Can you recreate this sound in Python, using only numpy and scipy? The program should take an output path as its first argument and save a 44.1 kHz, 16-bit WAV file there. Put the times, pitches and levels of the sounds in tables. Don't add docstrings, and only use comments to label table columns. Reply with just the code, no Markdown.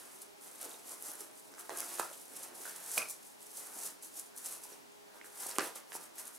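import sys
import numpy as np
from scipy import signal
from scipy.fft import rfft, irfft
from scipy.io import wavfile
from scipy.ndimage import uniform_filter1d

SR = 44100
rng = np.random.default_rng(int(sys.argv[2]) if len(sys.argv) > 2 else 0)


def volts_from_decibels(level):
    exponent = np.asarray(level, float) / 20
    return 10 ** exponent


def bounce(signal):
    frames = np.transpose(np.atleast_2d(signal))
    limited = np.clip(frames, -1, 1)
    pcm = np.round(limited * 32767).astype(np.int16)
    wavfile.write(sys.argv[1], SR, pcm)


N = 281358

# peak in seconds, peak level in dB, fall in ms, coarse share in dB.
FLICKS = [(0, -54.5, 120, -6.5), (.446, -54, 250, -11.5), (.695, -53, 270, -8.5), (1.2, -48.5, 110, -10.5),
          (1.444, -63, 86, -22), (2.133, -50.5, 56, -9.5), (2.176, -53, 170, -13.5), (2.659, -49, 650, -8),
          (3.425, -55, 190, -11.5), (4.033, -45, 78, -17.5), (4.375, -47.5, 117, -17.5),
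          (4.457, -44, 164, -12.5), (4.63, -52.5, 120, -10), (5.257, -52.5, 120, -12.5),
          (5.759, -46, 57, -6.5), (2.556, -52, 94, -14), (6.156, -58, 50, -20), (3.405, -58, 42, -15)]
SWEEPS = [(.133, -56.5, 240, -10), (.221, -50.5, 40, -12), (.626, -47, 98, -6.5), (.909, -47.5, 110, -12),
          (1.086, -47, 190, -15), (1.378, -55.5, 94, -30), (1.604, -50, 41, -8.5), (1.8, -45, 46, -7.5),
          (1.806, -48, 190, -8), (1.998, -34.5, 9.8, -6.5), (2.98, -27.5, 10.4, -9),
          (3.101, -44.5, 80, -23), (3.269, -55, 120, -25), (3.591, -45, 130, -14), (3.86, -44, 31, -16),
          (4.185, -45.5, 105, -16.5), (4.525, -46.5, 104, -13.5), (4.722, -56.5, 115, -7),
          (5.157, -62.5, 67, -3), (5.428, -43.5, 153, -12.5), (5.508, -47.5, 62, -6),
          (5.555, -47.5, 38, -7), (5.639, -43, 90, -5), (5.959, -40, 20, -16), (6.193, -46, 66, -10),
          (6.274, -51.5, 92, -10)]
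PULLS = [(.56, -55.5, 14, -17), (1.023, -59, 17, -7), (1.548, -70, 23, 0), (2.009, -46.5, 186, -9),
         (2.369, -46.5, 15, -10), (2.445, -49, 90, -11), (2.986, -39, 79, -15.5), (3.858, -45, 104, -13),
         (5.96, -44.5, 26.7, -14), (6.051, -56, 69, -7.5), (6.362, -52, 25, -21)]
FLICK_RISE_RATIO, SWEEP_RISE_RATIO, PULL_RISE_RATIO = 0.22, 0.73, 2.58

# frequency in Hz, density in dB per Hz.
FIBRE_SPECTRUM = [(1800, -25), (3000, -23), (4000, -13), (6000, -4.5), (8500, -0.5), (10500, 1),
                  (12000, -2), (14900, -12), (16500, -20)]
SNAG_SPECTRUM = [(1200, -39), (2200, -7), (3200, -2), (4500, -3), (7000, -13)]
STUFFING_SPECTRUM = [(120, -17.5), (300, -4.5), (600, -2), (1200, -3.5), (2000, -8), (3200, -20)]
# frequency in Hz, gain in dB.
SPREAD_TILT = [(4000, -3), (8000, 1.5), (12000, 3.5)]

# time in seconds, level in dB.
WEIGHT = [(0, -62), (.25, -64.5), (.49, -63.5), (1.09, -60.5), (1.685, -64), (1.705, -53), (1.84, -60.5),
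          (2.18, -64), (2.55, -57), (3.12, -72.5), (3.57, -60.5), (4.02, -69), (4.35, -61), (5.3, -70),
          (5.5, -62), (5.77, -65), (6.0, -62.5), (6.38, -65)]
# peak in seconds, peak level in dB, fall in ms.
DRAGS = [(0, -57.5, 160), (.55, -63.5, 240), (1.094, -62, 370), (1.6, -61, 135), (1.8, -51, 170),
         (1.97, -63, 230), (2.41, -62, 340), (2.9, -56, 280), (3.72, -59, 320), (4.47, -64, 435),
         (5.15, -65.5, 270), (5.45, -55, 250), (5.95, -60.5, 280), (6.25, -61.5, 180)]
SKIDS = [
    (1.703, -54, 90),
    (2.004, -52, 150),
    (2.985, -62, 160),
    (5.592, -47.5, 130),
]
DRAG_RISE_RATIO, SKID_RISE_RATIO = 0.78, 0.056
# frequency in Hz, density in dB per Hz.
PILE_SPECTRUM = [(60, -28), (150, -12.5), (300, 2), (500, -3.5), (800, -5.5), (1100, -11.5), (1800, -19)]
WEAVE_SPECTRUM = [(400, -18.5), (800, -1), (1100, -2), (1600, 0), (2300, -9.5), (4000, -21.5)]

# time in seconds, peak level in dB, centre in Hz.
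TICKS = [(0.42, -32, 10400), (0.612, -19, 10650), (0.628, -20, 10200), (0.6933, -26, 9300),
         (0.893, -27, 8600), (1.0106, -28, 10330), (1.0234, -16, 10800), (1.3545, -37, 8450),
         (1.5828, -32, 7960), (1.6023, -32, 9620), (1.8035, -10, 10400), (1.929, -22, 9670),
         (1.996, -14, 7800), (2.5521, -31, 10400), (2.9146, -14, 9400), (3.4283, -27, 10100),
         (4.0251, -25, 9200), (4.363, -25, 10100), (4.3834, -28, 8900), (4.4478, -24, 9430),
         (4.5241, -17.5, 10220), (5.4936, -25, 7080), (5.5114, -26, 5030), (5.5548, -25, 10910),
         (5.7588, -29, 9500), (5.919, -34, 5160), (5.9562, -27, 10500), (6.1753, -35, 10650),
         (6.2536, -23, 9400), (6.2775, -21.5, 9900), (.5397, -34, 11100), (.5566, -32, 10700),
         (.5911, -29, 10600), (1.049, -30, 11500), (1.1533, -23, 9600), (1.2056, -26, 10100),
         (1.116, -21, 11000), (1.134, -23, 11500), (1.256, -34, 11500), (1.311, -34, 9000),
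         (1.7764, -24, 10510), (2.1286, -31, 9620), (2.333, -30, 10700), (2.4274, -25, 8880),
         (2.7731, -29, 10100), (2.8015, -27, 10200), (3.0859, -27, 10500), (3.4037, -35, 11000),
         (3.707, -31, 10300), (3.8561, -24, 10400), (4.1465, -33, 10600), (4.1584, -32, 10600),
         (4.6199, -31, 10400), (5.246, -34, 10100), (5.512, -21, 8550), (6.1554, -31, 12800),
         (6.1918, -25, 11800)]
# time in seconds, peak level in dB, centre in Hz, length in cycles.
SNAPS = [(1.5384, -37, 5800, 1.6), (1.6935, -22.5, 7000, 0.75), (1.9, -31, 10500, 2.5),
         (5.5834, -5.5, 8300, 0.89), (5.5836, -21.5, 2540, 1.36), (1.9, -40, 3500, 0.66),
         (1.7044, -33, 3300, 0.92), (1.5812, -40, 1400, 1.2), (1.9958, -42, 3300, 1.9),
         (2.1275, -44, 3460, 3.1), (1.8035, -26.5, 6000, 2), (1.9, -42, 4200, 1.2),
         (2.9776, -17, 9380, 0.7), (2.9772, -26, 3800, 1.45), (2.9865, -25, 5500, 2.7),
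         (5.2126, -42, 2550, 2), (5.6205, -31, 11000, 1.4), (5.9195, -37.5, 3100, 2),
         (5.5945, -24, 4700, 2.5), (4.919, -42, 9000, 1.5), (4.962, -47, 10000, 1.3)]

# time in seconds, peak level in dB, ring in Hz, echo in dB.
PAWS = [(.629, -45, 665, 5.5), (.655, -43, 895, 1.5), (.91, -46, 1140, 5.5), (1.045, -49, 700, 1),
        (1.095, -47, 700, -2), (1.21, -47.5, 1200, 2), (1.537, -56, 711, 6), (1.829, -36.5, 1320, -5),
        (2.268, -55, 1040, -2), (2.571, -46, 816, 3), (3.77, -42, 721, -0.5), (4.721, -45.5, 646, -2),
        (5.146, -46.5, 880, 2), (5.462, -35.5, 820, -9), (5.5846, -17, 1126, -11), (5.588, -32, 744, -3),
        (5.7581, -39, 900, -9), (5.901, -49, 855, -5), (5.952, -32.5, 900, -7)]
# time in seconds, peak level in dB, ring in Hz,
# ring T60 in ms, echo in dB.
SMACKS = [(0.7135, -43, 3670, 10, -9), (0.7425, -42.5, 3700, 10, -9), (1.581, -41, 854, 3.2, -9),
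          (1.694, -25, 756, 6, -0.5), (1.6943, -35.5, 1800, 5.6, 0), (1.7098, -33, 520, 14, -9),
          (1.722, -35, 470, 22, -9), (1.7305, -35, 660, 16, -9), (1.8225, -43, 1400, 16, -6),
          (1.9854, -31, 1200, 5, -10), (1.9969, -13, 980, 3.8, -8), (1.9971, -28.5, 1460, 4.9, 2.5),
          (2.6545, -32.5, 1520, 9, -5), (2.6645, -35, 900, 4.3, -6), (2.9737, -25, 720, 7.4, -14),
          (2.986, -31, 540, 12, -14), (2.978, -20, 2400, 20, -9), (2.993, -32, 2420, 16, -8),
          (2.9787, -30, 2700, 8, -13), (3.002, -34, 2180, 20, -5), (3.0187, -32, 2490, 40, -12),
          (3.027, -34, 2400, 22, -10), (3.056, -39.5, 2280, 20, -5), (4.727, -48, 5700, 31, -1),
          (5.2134, -33.5, 2090, 6.4, -14), (5.2443, -35, 1600, 3.4, -6), (5.563, -30.5, 2600, 3, -12),
          (5.585, -25.5, 1610, 5, 7), (5.5862, -32, 366, 16, -12), (5.5965, -26, 370, 18, -16),
          (5.6115, -29, 471, 14, -16), (5.6286, -32, 373, 16, -10), (5.5923, -30, 1150, 7, -12),
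          (1.538, -42, 1500, 4.3, -8), (1.582, -45, 1800, 5, -8), (1.6952, -32, 1100, 6, -8),
          (5.9215, -40, 950, 8.8, -4), (2.678, -41, 1520, 22, -3), (5.92, -35.5, 1700, 7, -2),
          (6.181, -44.5, 1800, 6.6, 4.5)]
# time in seconds, peak level in dB, ring in Hz, ring T60 in ms.
THUDS = [(.66, -42, 380, 35), (.674, -47, 450, 20), (.698, -49, 750, 14), (.74, -48, 400, 20),
         (.892, -48, 400, 20), (.91, -44, 430, 16), (.935, -47, 480, 16), (1.036, -47, 400, 25),
         (1.052, -48, 400, 20), (1.09, -45, 340, 30), (1.206, -45.5, 420, 35), (2.113, -42, 577, 22),
         (2.41, -48, 520, 25), (2.462, -44, 700, 16), (2.603, -45.5, 380, 25), (3.58, -48, 600, 16),
         (3.61, -49, 500, 16), (3.763, -45.5, 300, 30), (3.847, -47, 380, 23), (3.852, -48, 1200, 14),
         (4.47, -49, 500, 16), (4.5, -49, 700, 16), (4.653, -48, 860, 20), (4.72, -48, 410, 30),
         (5.488, -43, 520, 16), (5.563, -39, 477, 18)]
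PAW_T60_MS, THUD_ECHO_DB = 10.8, -8
PAW_THUMP_DB, SMACK_THUMP_DB = -7.5, -17.5

# frequency in Hz, left minus right in dB.
LEAN = [(200, -4), (1000, -8), (3000, -4.5), (6000, -1), (14000, 1)]
# delay in seconds, level in dB, left minus right in dB.
ECHOES = [(.0094, -11, -15.5), (0.0118, -9, 2), (0.017, -20, 5), (0.0221, -13, -6)]
# centre in Hz, T60 in seconds, level in dB.
ROOM = [(123, 0.5, -7), (250, 0.28, -7), (478, 0.41, -5.5), (962, 0.31, -3), (1940, 0.28, -2.5),
        (4160, 0.46, -14), (8600, 0.31, -18), (13600, 0.066, -21)]

# frequency in Hz, density in dB per Hz.
AIR_SPECTRUM = [(20, -8), (50, -3), (96, -14.5), (250, -9), (400, -12), (900, -7), (1270, -13),
                (3000, -15.5), (6000, -15), (11000, -17.5), (13000, -22), (16500, -24)]
# frequency in Hz, side over mid in dB.
AIR_SIDE = [(60, -6), (110, 10.5), (200, 7.5), (380, 13), (700, 7), (1290, 3.5), (2380, 4.5), (4400, -1.5),
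            (8120, -8), (15000, 8.5)]
# time in seconds, frequency in Hz, level in dB.
MOTOR = [(0, 412, -90), (.3, 413, -74), (.5, 412, -77.5), (.9, 412.7, -79), (1.3, 415, -74.5),
         (1.6, 415, -76), (2.4, 415.5, -80), (3.2, 411.5, -78), (3.8, 417.4, -76), (4.3, 412.3, -80),
         (4.7, 412.5, -77.5), (5, 413.6, -73), (5.4, 414, -74), (5.9, 414, -84), (6.38, 409, -93)]
# multiple of the fundamental, level in dB.
HUM = [(1, -25), (2, 3.5), (3, -2.5), (4, 0.5)]


def curve(points, size):
    hz, db = np.transpose(points)
    return np.interp(np.log(np.fft.rfftfreq(size, 1 / SR) + 1), np.log(hz), db)


def equalise(x, points):
    return irfft(rfft(x) * volts_from_decibels(curve(points, len(x))), len(x))


def colour(x, spectrum):
    y = equalise(x, spectrum)
    return y / np.sqrt(np.mean(y ** 2))


def columns(table):
    s, *rest = np.transpose(table)
    return [np.interp(np.arange(N) / SR, s, column) for column in rest]


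def walk(rate_hz):
    hold = int(SR / rate_hz)
    steps = np.repeat(rng.standard_normal(N // hold + 1), hold)
    return 1.55 * uniform_filter1d(uniform_filter1d(steps, hold), hold)[:N]


def slips(share, spread_db):
    excess = np.minimum(rng.exponential(size=N), 4)
    return (rng.random(N) < share) * rng.standard_normal(N) * volts_from_decibels(spread_db * excess)


def swells(rows, rise_ratio):
    t, power = np.arange(0, N + 32, 32) / SR, 0
    for s, db, fall_ms, *share_db in rows:
        before = t < s
        away = 1000 * np.abs(t - s) / (fall_ms * np.where(before, rise_ratio, 1))
        drop_db = 20 * np.minimum(away, 5) ** np.where(before, 1.5, 1.25)
        layers_db = np.array([0] + share_db)[:, None]
        power = power + volts_from_decibels(db - drop_db + layers_db) ** 2
    return np.repeat(power, 32, axis=1)[:, :N]


def add(out, s, sound):
    i = int(s * SR)
    out[i:i + len(sound)] += sound[:len(out) - i]


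def rustle():
    power = swells(FLICKS, FLICK_RISE_RATIO) + swells(SWEEPS, SWEEP_RISE_RATIO) + swells(PULLS, PULL_RISE_RATIO)
    fine_gain, coarse_gain = np.sqrt(power)
    flurry_db = 0.9 * walk(45)

    def fizz():
        return colour(slips(share=0.25, spread_db=0.9), FIBRE_SPECTRUM) * volts_from_decibels(flurry_db + 0.91 * walk(250))

    fine, side = fizz(), fizz()
    pops = slips(share=0.0012, spread_db=1.5)
    crackle = signal.lfilter([1], [1, -np.exp(-1000 / (5 * SR))], pops ** 2)
    after = np.sqrt(0.75 + 0.6 * crackle)
    fine = fine * after + colour(pops, FIBRE_SPECTRUM) * volts_from_decibels(-14.5)
    side = equalise(side * after, SPREAD_TILT) * volts_from_decibels(-9)
    snag = colour(slips(share=0.15, spread_db=1.3), SNAG_SPECTRUM) * volts_from_decibels(0.5 * flurry_db - 3)
    stuffing = colour(slips(share=0.05, spread_db=1.5), STUFFING_SPECTRUM) * volts_from_decibels(flurry_db - 3)
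    return fine_gain * fine + coarse_gain * (snag + stuffing), fine_gain * side


def scuff():
    weight_db = columns(WEIGHT)[0]
    soft = colour(slips(share=0.02, spread_db=2.0), PILE_SPECTRUM) * volts_from_decibels(weight_db - 7 + 1.8 * walk(25))
    scrape = colour(slips(share=0.05, spread_db=1.8), WEAVE_SPECTRUM)
    gain = np.sqrt(swells(DRAGS, DRAG_RISE_RATIO) + swells(SKIDS, SKID_RISE_RATIO))[0]
    return soft + scrape * gain * volts_from_decibels(-5 + 2.06 * walk(40))


def ticks():
    out, t = np.zeros(N), np.arange(-32, 96) / SR
    plain = [(s, db - 2.5, hz, 1.7) for s, db, hz in TICKS]
    for s, db, hz, cycles in plain + list(SNAPS):
        envelope = np.exp(-(t * hz / cycles * np.where(t < 0, 2, 1)) ** 2)
        add(out, s + 0.0006, volts_from_decibels(db - 4.5) * np.cos(2 * np.pi * hz * t) * envelope)
    return out


def knocks():
    out, t = np.zeros((2, N)), np.arange(4096) / SR
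    thump = np.sin(2 * np.pi * 360 * t) * np.exp(-t / 0.0023)
    thump = signal.lfilter(*signal.butter(2, 170, "high", fs=SR), thump)
    blows = [(s, db, hz, PAW_T60_MS, echo_db, PAW_THUMP_DB) for s, db, hz, echo_db in PAWS]
    blows += [(*smack, SMACK_THUMP_DB) for smack in SMACKS]
    blows += [(*thud, THUD_ECHO_DB, SMACK_THUMP_DB) for thud in THUDS]
    for s, db, hz, t60_ms, echo_db, thump_db in blows:
        sagging_t = t + 0.00013 * (1 - np.exp(-t / 0.012))
        ring = np.sin(2 * np.pi * hz * sagging_t) * np.exp(-np.log(1000) * 1000 * t / t60_ms)
        ring = ring * (1 - np.exp(-t * hz / 0.22))
        ring = signal.lfilter(*signal.butter(1, hz / 3, "high", fs=SR), ring)
        blow = volts_from_decibels(db) * (volts_from_decibels(thump_db) * thump - ring)
        add(out[0], s, blow)
        add(out[1], s, blow * volts_from_decibels(echo_db))
    return out


def echoes(x):
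    early = np.zeros((2, 2048))
    for s, db, pan_db in ECHOES:
        early[:, int(s * SR)] = volts_from_decibels(db + np.array([pan_db, -pan_db]) / 2)
    early = signal.lfilter(*signal.butter(4, 6500, fs=SR), early)
    return signal.fftconvolve(x[None], early, axes=1)[:, :N]


def room(x, size=16384):
    t, out, hop = np.arange(size) / SR, np.zeros((2, N + 4 * size)), size // 2
    shapes = []
    for hz, t60_s, db in ROOM:
        skirt = [(hz / 2, -40), (hz / 1.41, -3), (hz, 0), (hz * 1.41, -3), (hz * 2, -40)]
        onset = np.clip((t - 0.002) / 0.0048, 0, 1)
        decay = volts_from_decibels(db - 24.5) * np.exp(-np.log(1000) * t / t60_s) * onset
        shapes.append((volts_from_decibels(curve(skirt, size)), decay))
    density = (t / 0.15) ** 2 + 0.05
    x, fade = np.pad(x, (hop, size)), np.sin(np.pi * np.arange(size) / size)
    for i in range(0, N + hop, hop):
        hits = rng.standard_normal((2, size)) * (rng.random(size) < density)
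        noise = rfft(hits / np.sqrt(np.minimum(density, 1)))
        mid, side = sum(irfft(noise * band, size) * decay for band, decay in shapes)
        side = side * volts_from_decibels(-6)
        piece = (x[i:i + size] * fade)[None]
        out[:, i:i + 2 * size - 1] += signal.fftconvolve(piece, [mid + side, mid - side], axes=1)
    return out[:, hop:hop + N]


def air():
    mid, side = (colour(rng.standard_normal(N), AIR_SPECTRUM) for _ in range(2))
    side = equalise(side, AIR_SIDE)
    hz, motor_db = columns(MOTOR)
    phase = np.pi * np.cumsum(hz) / SR
    hum = np.zeros(N)
    for multiple, db in HUM:
        level = np.sqrt(2) * volts_from_decibels(db + motor_db + 1.5 * walk(8.3))
        hum += level * np.sin(multiple * phase + 0.55 * walk(9.3))
    return volts_from_decibels(-62) * np.array([mid + side, mid - side]) + hum * np.array([[0.7], [1.3]])


def scene():
    direct, sent = knocks()
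    cloth, side = rustle()
    pile, sharp = scuff(), ticks()
    lean_db = curve(LEAN, N) / 2
    near = irfft(rfft(cloth + pile + sharp + direct) * volts_from_decibels([lean_db, -lean_db]), N) + [side, -side]
    return near + echoes(sharp + sent) + room(cloth + pile + sharp + sent) + air()


def band_limit(x):
    return signal.sosfilt(signal.butter(12, 16500, fs=SR, output="sos"), x)


def record(dry):
    thin = signal.sosfilt(signal.butter(2, 150, "high", fs=SR, output="sos"), dry)
    mix = signal.sosfilt(signal.ellip(10, 0.2, 40, 15800, fs=SR, output="sos"), thin)
    return band_limit(mix)


dry = scene()
out = record(dry)
bounce(out)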